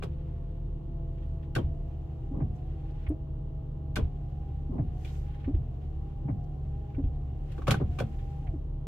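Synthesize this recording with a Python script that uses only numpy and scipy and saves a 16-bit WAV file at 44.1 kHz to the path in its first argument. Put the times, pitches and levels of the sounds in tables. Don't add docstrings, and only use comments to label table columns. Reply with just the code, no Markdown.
import sys
import numpy as np
from scipy import signal
from scipy.fft import rfft, irfft
from scipy.io import wavfile
from scipy.ndimage import uniform_filter1d

SR = 44100
rng = np.random.default_rng(int(sys.argv[2]) if len(sys.argv) > 2 else 0)


def unload_wav(signal):
    wavfile.write(
        sys.argv[1],
        SR,
        np.round(np.clip(np.atleast_2d(signal).T, -1, 1) * 32767).astype(np.int16),
    )


N = 391166
TIME = np.arange(N) / SR


def amp(db):
    return 10 ** (np.asarray(db) / 20)


def unit(x):
    return x / np.sqrt(np.mean(x ** 2) + 1e-20)


def curve(points, at):
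    return np.interp(at, *np.transpose(points))


def log_curve(points, hz):
    f, value = np.transpose(points)
    return np.interp(np.log(hz + 1), np.log(f), value)


def add(mix, s, sound):
    part = mix[:, max(round(s * SR), 0):][:, :sound.shape[-1]]
    part += sound[..., :part.shape[1]]


def drift(rate_hz):
    hz = np.fft.rfftfreq(N, 1 / SR)
    return unit(irfft(rfft(rng.standard_normal(N)) * np.exp(-(hz / rate_hz) ** 2), N))


def tone(hz, waver_db, wobble_rad, rate_hz):
    phase = 2 * np.pi * np.cumsum(hz) / SR + wobble_rad * drift(rate_hz)[:len(hz)]
    return unit(np.sin(phase) * amp(waver_db * drift(rate_hz)[:len(hz)]))


def swell(length, peak_at):
    t = np.arange(0, length, 1 / SR)
    ramp = np.interp(t, [0, length * peak_at, length], [0, 1, 0])
    return t, np.sin(np.pi / 2 * ramp) ** 2


def strike(t, rise, t60):
    return (1 - np.exp(-t / rise)) * amp(-60 * t / t60)


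def grit(size, spread_db):
    return rng.standard_normal((2, size)) * amp(spread_db * rng.standard_normal(size))


# f/Hz, correlation
COHERENCE = [(40, 0.99), (150, 0.94), (300, 0.6), (600, 0)]
def coloured(spectrum, drive):
    size = drive.shape[1]
    hz = np.fft.rfftfreq(size, 1 / SR)
    likeness = log_curve(COHERENCE, hz)
    mid, side = rfft(drive) * np.sqrt([1 + likeness, 1 - likeness]) * amp(log_curve(spectrum, hz))
    return unit(irfft([mid + side, mid - side], size))


def noise(spectrum, size):
    return coloured(spectrum, rng.standard_normal((2, size)))


# left delay/s, right delay/s, gain
REFLECTIONS = [(.0019, .0021, .28), (.0032, .003, -.28), (.0047, .0049, .28)]
def reflected(x):
    out = x.copy()
    for left, right, gain in REFLECTIONS:
        add(out[:1], left, gain * x[:1])
        add(out[1:], right, gain * x[1:])
    return np.std(x) * unit(out)


# f/Hz, density/dB
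RUMBLE = [(18, -24.5), (34, 6), (58, -1), (95, -4.5), (130, -5.5), (180, -15), (400, -18), (700, -31),
          (1100, -36), (1700, -52), (3000, -74), (16000, -110)]
VENTS = [(940, -30.5), (1900, -5.5), (2400, -10), (2870, -3), (3560, -10), (4100, -12), (4840, -18),
         (7550, -21), (8150, -26), (16000, -22)]
def cabin():
    return amp(-40.5) * noise(RUMBLE, N) + amp(-77) * reflected(noise(VENTS, N))


# t/s, f/Hz
IDLE = [(0, 38.1), (.9, 37.7), (1.6, 36.95), (2.7, 36.65), (5.2, 35.85), (6.8, 36), (7.6, 35.5),
        (8.87, 36.1)]
# multiple of the firing rate, level/dB
BOOM = [(1, -40.5), (2, -39.5), (3, -55), (3.35, -46), (4, -43), (5, -62)]
# f/Hz, width/Hz, level/dB
PANELS = [(335.2, 15, -56.5), (509.8, 32, -64), (665.5, 22, -62), (785, 41, -63.5)]
def engine(settled_hz=36, shake_db_per_hz=.42, belt_ratio=4.455):
    firing_hz = curve(IDLE, TIME)
    shake_db = shake_db_per_hz * (settled_hz - firing_hz) - .28
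    out = sum(amp(db + shake_db) * tone(k * firing_hz, waver_db=1.5, wobble_rad=.54, rate_hz=5)
              for k, db in BOOM)
    for k, (centre, width, db) in enumerate(PANELS, 2):
        hz = k * belt_ratio * firing_hz
        gain = amp(db) / np.hypot(1, 2 * (hz - centre) / width)
        out += gain * tone(hz, waver_db=3, wobble_rad=.57, rate_hz=4)
    return out


# t/s, level/dB
TICKS = [(1.175, -65), (1.221, -62), (1.425, -61.5), (5.542, -59.5), (7.033, -60.5), (8.185, -56.5)]
# f/Hz, density/dB
TICK_COLOUR = [(600, -18.5), (1400, -0.5), (3200, 1.5), (5000, -20.5), (16000, -42.5)]
def ticks():
    out, t = np.zeros((2, N)), np.arange(SR // 6) / SR
    shape = strike(t, rise=.0029, t60=.13)
    for s, db in TICKS:
        add(out, s, amp(db) * shape * coloured(TICK_COLOUR, grit(len(t), spread_db=3)))
    return out


def rest_tick(s=3.089, db=-57, t60=.041):
    out, t = np.zeros((2, N)), np.arange(SR // 10) / SR
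    treble = noise([(6500, -32.5), (8500, -3.5), (12500, -5), (14500, -21)], len(t))
    add(out, s, amp(db - 60 * t / t60) * treble)
    return out


# start t/s, far turn t/s, back at rest t/s
WIPES = [(1.638, 2.42, 3.13), (4.022, 4.8, 5.53), (5.537, 6.3, 7.03), (7.034, 7.818, 8.505)]
# strokes done (0-2), f/Hz
WHINE_PITCH = [(0, 738), (.25, 703), (.9, 813), (.99, 812), (1.03, 735), (1.17, 716), (1.35, 746),
               (1.69, 815), (1.915, 816), (1.955, 742), (2, 705)]
# strokes done (0-2), level/dB
WHINE_LEVEL = [(0, -64), (.3, -63.5), (.72, -66.5), (.93, -61.5), (1.2, -60), (1.45, -64), (1.75, -60.5),
               (2, -63)]
# pitch lost at the start/Hz, pitch lost at the end/Hz, landing gain/dB
LOAD = [(30, 0, 0), (6, 0, -1), (0, 0, -1), (0, 18, 7)]
def motor(coast_s=.08, coast_hz_per_s=2200, coast_db_per_s=220):
    out = np.zeros((2, N))
    for (start, turn, end), (start_hz, end_hz, landing_db) in zip(WIPES, LOAD):
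        t = np.arange(start, end + coast_s, 1 / SR)
        strokes = np.interp(t, [start, turn, end], [0, 1, 2])
        coasted = np.maximum(t - end, 0)
        sag_hz = np.interp(strokes, [0, 1, 2], [start_hz, 0, end_hz])
        strain_db = np.interp(strokes, [1.65, 1.95], [0, landing_db])
        hz = curve(WHINE_PITCH, strokes) - sag_hz - coast_hz_per_s * coasted
        db = curve(WHINE_LEVEL, strokes) + strain_db - coast_db_per_s * coasted
        whine = tone(hz, waver_db=2.3, wobble_rad=.62, rate_hz=34)
        add(out, start, amp(db) * whine * signal.windows.tukey(len(t), .015))
    return out


# t/s, level/dB, length/s, centre f/Hz
SCRAPES = [(2.541, -77, 0.057, 7000), (2.904, -75, .016, 5500), (5.063, -58, 0.067, 3580),
           (5.804, -70.5, .08, 3100), (6.436, -73.5, 0.02, 6000), (6.895, -70.5, 0.036, 2900)]
# multiple of the centre, density/dB
SCRAPE_HUMP = [(.25, -13.5), (1, -0.5), (1.4, -13), (3, -33)]
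def scrapes(grain_db=4):
    out = np.zeros((2, N))
    for s, db, length, hz in SCRAPES:
        t, shape = swell(length, peak_at=.25)
        grains = rng.standard_normal((2, len(t))) * amp(grain_db * drift(600)[:len(t)])
        hump = [(k * hz, height) for k, height in SCRAPE_HUMP]
        add(out, s, amp(db) * shape * coloured(hump, grains))
    return out


# f/Hz, density/dB
RUB = [(500, -20), (1200, 0.5), (2950, -0.5), (4100, -9), (4800, -15.5), (8000, -24), (16000, -33.5)]
HISS = [(2000, -17.5), (4500, 0), (7500, 0), (9000, -9), (13000, -5.5), (16000, -15.5)]
# level the return rub builds to/dB, far turn gain/dB, judder gain/dB
GRIP = [(-67.5, 0.5, 1.5), (-65, 0.5, 2), (-74, 1, -12), (-67.5, 1, -4)]
# middle t/s, half width/s, rustle level/dB, hiss level/dB
SWELLS = [(.15, 0.63, -75, -95), (1.3, 0.27, -77.5, -85.5), (5.118, 0.13, -67.5, -67.5),
          (7.6, 0.15, -65, -76), (7.95, 0.071, -65.5, -75), (8.2, 0.35, -75, -77.5)]
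def swish(outward_db=-76, wet_db=-87, build_db=8, speed_power=.21, fade_s=.11):
    rub, hiss = np.zeros((2, N))
    for wipe, (back_db, _, _) in zip(WIPES, GRIP):
        strokes = np.interp(TIME, wipe, [0, 1, 2])
        sliding = abs(np.sin(np.pi * strokes)) ** speed_power
        return_db = back_db - build_db * (2 - strokes)
        rub += sliding * amp(np.where(strokes < 1, outward_db, return_db))
        hiss += sliding * amp(wet_db)
    rub, hiss = uniform_filter1d([rub, hiss], round(fade_s * SR))
    for s, width, rustle_db, hiss_db in SWELLS:
        bell = np.exp(-((TIME - s) / width) ** 2)
        rub = np.hypot(rub, amp(rustle_db) * bell)
        hiss = np.hypot(hiss, amp(hiss_db) * bell)
    drops = rng.standard_normal((2, N)) * amp(1.8 * drift(400))
    flutter = amp(2 * drift(24))
    return rub * flutter * noise(RUB, N) + hiss * coloured(HISS, drops)


# multiple of its centre, density/dB
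SCUFF_HUMP = [(.25, -3), (.65, -3), (1, 1.5), (1.4, -8), (2, -18.5), (3.5, -24), (7, -66.5)]
# f/Hz, gain/dB
GLASS = [(3000, -3), (4500, -12.5), (9000, -34)]
def scuff(db, hz, length):
    t, shape = swell(length, peak_at=.16)
    hump = [(k * hz, height + log_curve(GLASS, k * hz)) for k, height in SCUFF_HUMP]
    return amp(db) * shape * noise(hump, len(t))


def grunt(db, hz, length, overtone_db=-24, jitter=.096):
    t, shape = swell(length, peak_at=.077)
    phase = 2 * np.pi * np.cumsum(hz * (1 + jitter * drift(170)[:len(t)])) / SR
    return amp(db) * shape ** .76 * (np.sin(phase) + amp(overtone_db) * np.sin(2 * phase))


def run_ons():
    return [start for (_, _, end), (start, _, _) in zip(WIPES, WIPES[1:]) if start - end < .1]


# t/s, scuff level/dB, bump level/dB
LANDINGS = [(3.063, -49.5, -21), (5.44, -53, -21.5), (6.943, -57.5, -22.5), (8.466, -55.5, -24)]
# t/s, level/dB
FOLDS = [(3.1, -26), (5.476, -25), (6.98, -26.5), (8.535, -34.5)]
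def flips(fold_hz=290.5):
    out = np.zeros((2, N))
    for (_, turn, _), (_, turn_db, judder_db) in zip(WIPES, GRIP):
        add(out, turn - .107, grunt(judder_db - 33.5, hz=280, length=.03))
        add(out, turn - .098, scuff(judder_db - 39.5, hz=310, length=.17))
        add(out, turn - .022, scuff(turn_db - 42, hz=656, length=.05))
        add(out, turn - .013, grunt(turn_db - 31.5, hz=277, length=.029))
    for s, db, _ in LANDINGS:
        add(out, s, scuff(db, hz=2240, length=.03))
    for s, db in FOLDS:
        add(out, s, grunt(db, fold_hz, length=.051))
        add(out, s, scuff(db - 24, hz=684, length=.041))
    for start in run_ons():
        add(out, start + .008, grunt(-35.5, fold_hz, length=.03))
    return out


# delay/s, level/dB, f/Hz
LINKAGE_KICK = [(0, -17.5, 71.3), (.026, -22.5, 64.7)]
ARM_ROCK = [(-.05, -25, 134.6), (-.005, -23, 136), (0.02, -22.5, 95), (0.076, -25.5, 73.6)]
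# t/s, level/dB
THROWS = [(0.029, -36), (1.563, -23.5), (3.973, -25.5), (7.683, -18), (7.712, -24), (8.006, -25)]
def thuds(bump_hz=66.8, swing_hz=66, column_hz=127.4, rebound_s=.027, rise=.0087):
    jolts = [(s + .0184, db, bump_hz) for s, _, db in LANDINGS]
    for (start, turn, _), (_, turn_db, _) in zip(WIPES, GRIP):
        jolts += [(start + delay, db, hz) for delay, db, hz in LINKAGE_KICK]
        jolts += [(turn + delay, turn_db + db, hz) for delay, db, hz in ARM_ROCK]
    for s, db in THROWS:
        jolts += [(s, db, column_hz), (s + rebound_s, db, column_hz)]
    jolts += [(start + .0206, -19.5, swing_hz) for start in run_ons()]
    out, t = np.zeros((2, N)), np.arange(SR // 4) / SR
    push = (t / rise * np.exp(1 - t / rise)) ** 2
    tail = amp(-13) * strike(t, rise, t60=.4)
    for s, db, hz in jolts:
        swing = push * np.cos(2 * np.pi * hz * (t - rise))
        rumble = noise([(hz / 2, -20), (hz, 0), (hz * 2, -6), (hz * 10, -60), (SR / 2, -120)], len(t))
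        add(out, s, amp(db) * (swing + tail * rumble))
    return out


def ringing(modes, t, detune, rise, echo_t60, scatter):
    ring = sum(amp(db) * strike(t, rise, t60) * np.sin(2 * np.pi * hz * rng.normal(1, detune) * t)
               for hz, db, t60 in modes)
    echoes = rng.standard_normal((2, len(t))) * amp(-60 * t / echo_t60)
    echoes *= scatter / np.linalg.norm(echoes[0])
    scattered = signal.fftconvolve(echoes, ring[None], axes=1)[:, :len(t)]
    return np.std(ring) * unit(ring + scattered)


# t/s, then level/dB of snap, stalk, housing, spring, hollow body
CLACKS = [(.024, -47, -38, -32, -37.5, -38), (.033, -42.5, -39, -38, -45, -30),
          (1.551, -31.5, -31, -55, -37, -55), (1.561, -37, -20.5, -26, -36, -22),
          (1.58, -48.5, -50, -42, -52, -23.5), (3.957, -29.5, -38, -67, -48, -49.5),
          (3.965, -37, -20.5, -28, -31.5, -27.5), (3.984, -50, -49, -51, -56, -24.5),
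          (5.047, -46, -66, -66, -42.5, -45), (7.518, -52, -67, -66, -63, -68),
          (7.58, -56.5, -48.5, -38, -55, -34), (7.619, -56, -46, -36, -57, -50),
          (7.67, -37.5, -32, -29, -32, -37), (7.678, -29.5, -27, -17.5, -40, -23),
          (7.696, -39, -27, -24.5, -39, -26.5), (7.707, -22, -36, -40, -23.5, -29),
          (7.713, -28.5, -21, -20.5, -39, -25.5), (7.742, -38.5, -20.5, -22, -38, -30.5),
          (7.81, -60, -56, -59, -65, -26), (7.987, -37.5, -34.5, -29, -35, -32.5),
          (8, -37.5, -28, -33, -34, -27), (8.018, -59, -42, -38, -51, -31.5)]
# f/Hz, density/dB
SNAP = [(300, -24.5), (1100, -8), (1550, -0.5), (2600, 1), (3500, -1), (5000, -7), (8000, -12.5),
        (12500, -17), (16000, -24)]
BODY = [(100, 1.5), (220, 0), (400, 1), (550, -4), (670, -10.5), (1200, -17.5), (5000, -75)]
# f/Hz,
# level/dB, t60/s
STALK = [(1435, -12.5, 0.064), (1525, 0, 0.029)]
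HOUSING = [(790, -3, 0.032), (1149, -5.5, 0.035), (1268, 0.5, 0.016)]
SPRING = [(2396, 1.5, 0.02), (2695, -6, .028), (3375, -10, 0.06)]
SHROUD = [(513, -2.5, 0.09), (555, 2, 0.063), (726, -8.5, 0.063)]
SPRING_ZING = [(3120, 3, 0.046), (3380, -3, 0.049)]
# t/s, level/dB
CLUNKS = [(7.682, -24), (8.006, -24.5)]
ZINGS = [(1.586, -45.5), (3.988, -49)]
def clacks(snap_rise=.0034, cabin_db=-18, cabin_t60=.26):
    out, t = np.zeros((2, N)), np.arange(SR // 4) / SR
    crack = amp(5) * strike(t, snap_rise, t60=.012) + amp(-3) * strike(t, snap_rise, t60=.074)
    for s, *levels in CLACKS:
        snap = reflected(coloured(SNAP, grit(len(t), spread_db=3.6)) * crack)
        tail = noise(RUB, len(t)) * amp(cabin_db - 60 * t / cabin_t60)
        stalk = ringing(STALK, t, detune=.012, rise=.002, echo_t60=.06, scatter=.35)
        housing = ringing(HOUSING, t, detune=.013, rise=.001, echo_t60=.087, scatter=.81)
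        spring = ringing(SPRING, t, detune=.0091, rise=.0011, echo_t60=.075, scatter=.84)
        body = noise(BODY, len(t)) * strike(t, rise=.0029, t60=.12)
        for db, part in zip(levels, [snap + tail, stalk, housing, spring, body]):
            add(out, s, amp(db) * part)
    for s, db in CLUNKS:
        add(out, s, amp(db) * ringing(SHROUD, t, detune=.0097, rise=.0021, echo_t60=.043, scatter=.35))
    for s, db in ZINGS:
        add(out, s, amp(db) * ringing(SPRING_ZING, t, detune=.0072, rise=.0012, echo_t60=.05, scatter=.4))
    return out


def scene():
    out = engine() + cabin() + motor() + clacks() + thuds() + flips()
    return out + reflected(swish() + scrapes() + ticks() + rest_tick())


def record(dry, edge_hz=15800):
    lowpass = signal.firwin(511, edge_hz, window=("kaiser", 9), fs=SR)
    return signal.oaconvolve(dry, lowpass[None], "same", axes=1)


dry = scene()
out = record(dry)
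unload_wav(out)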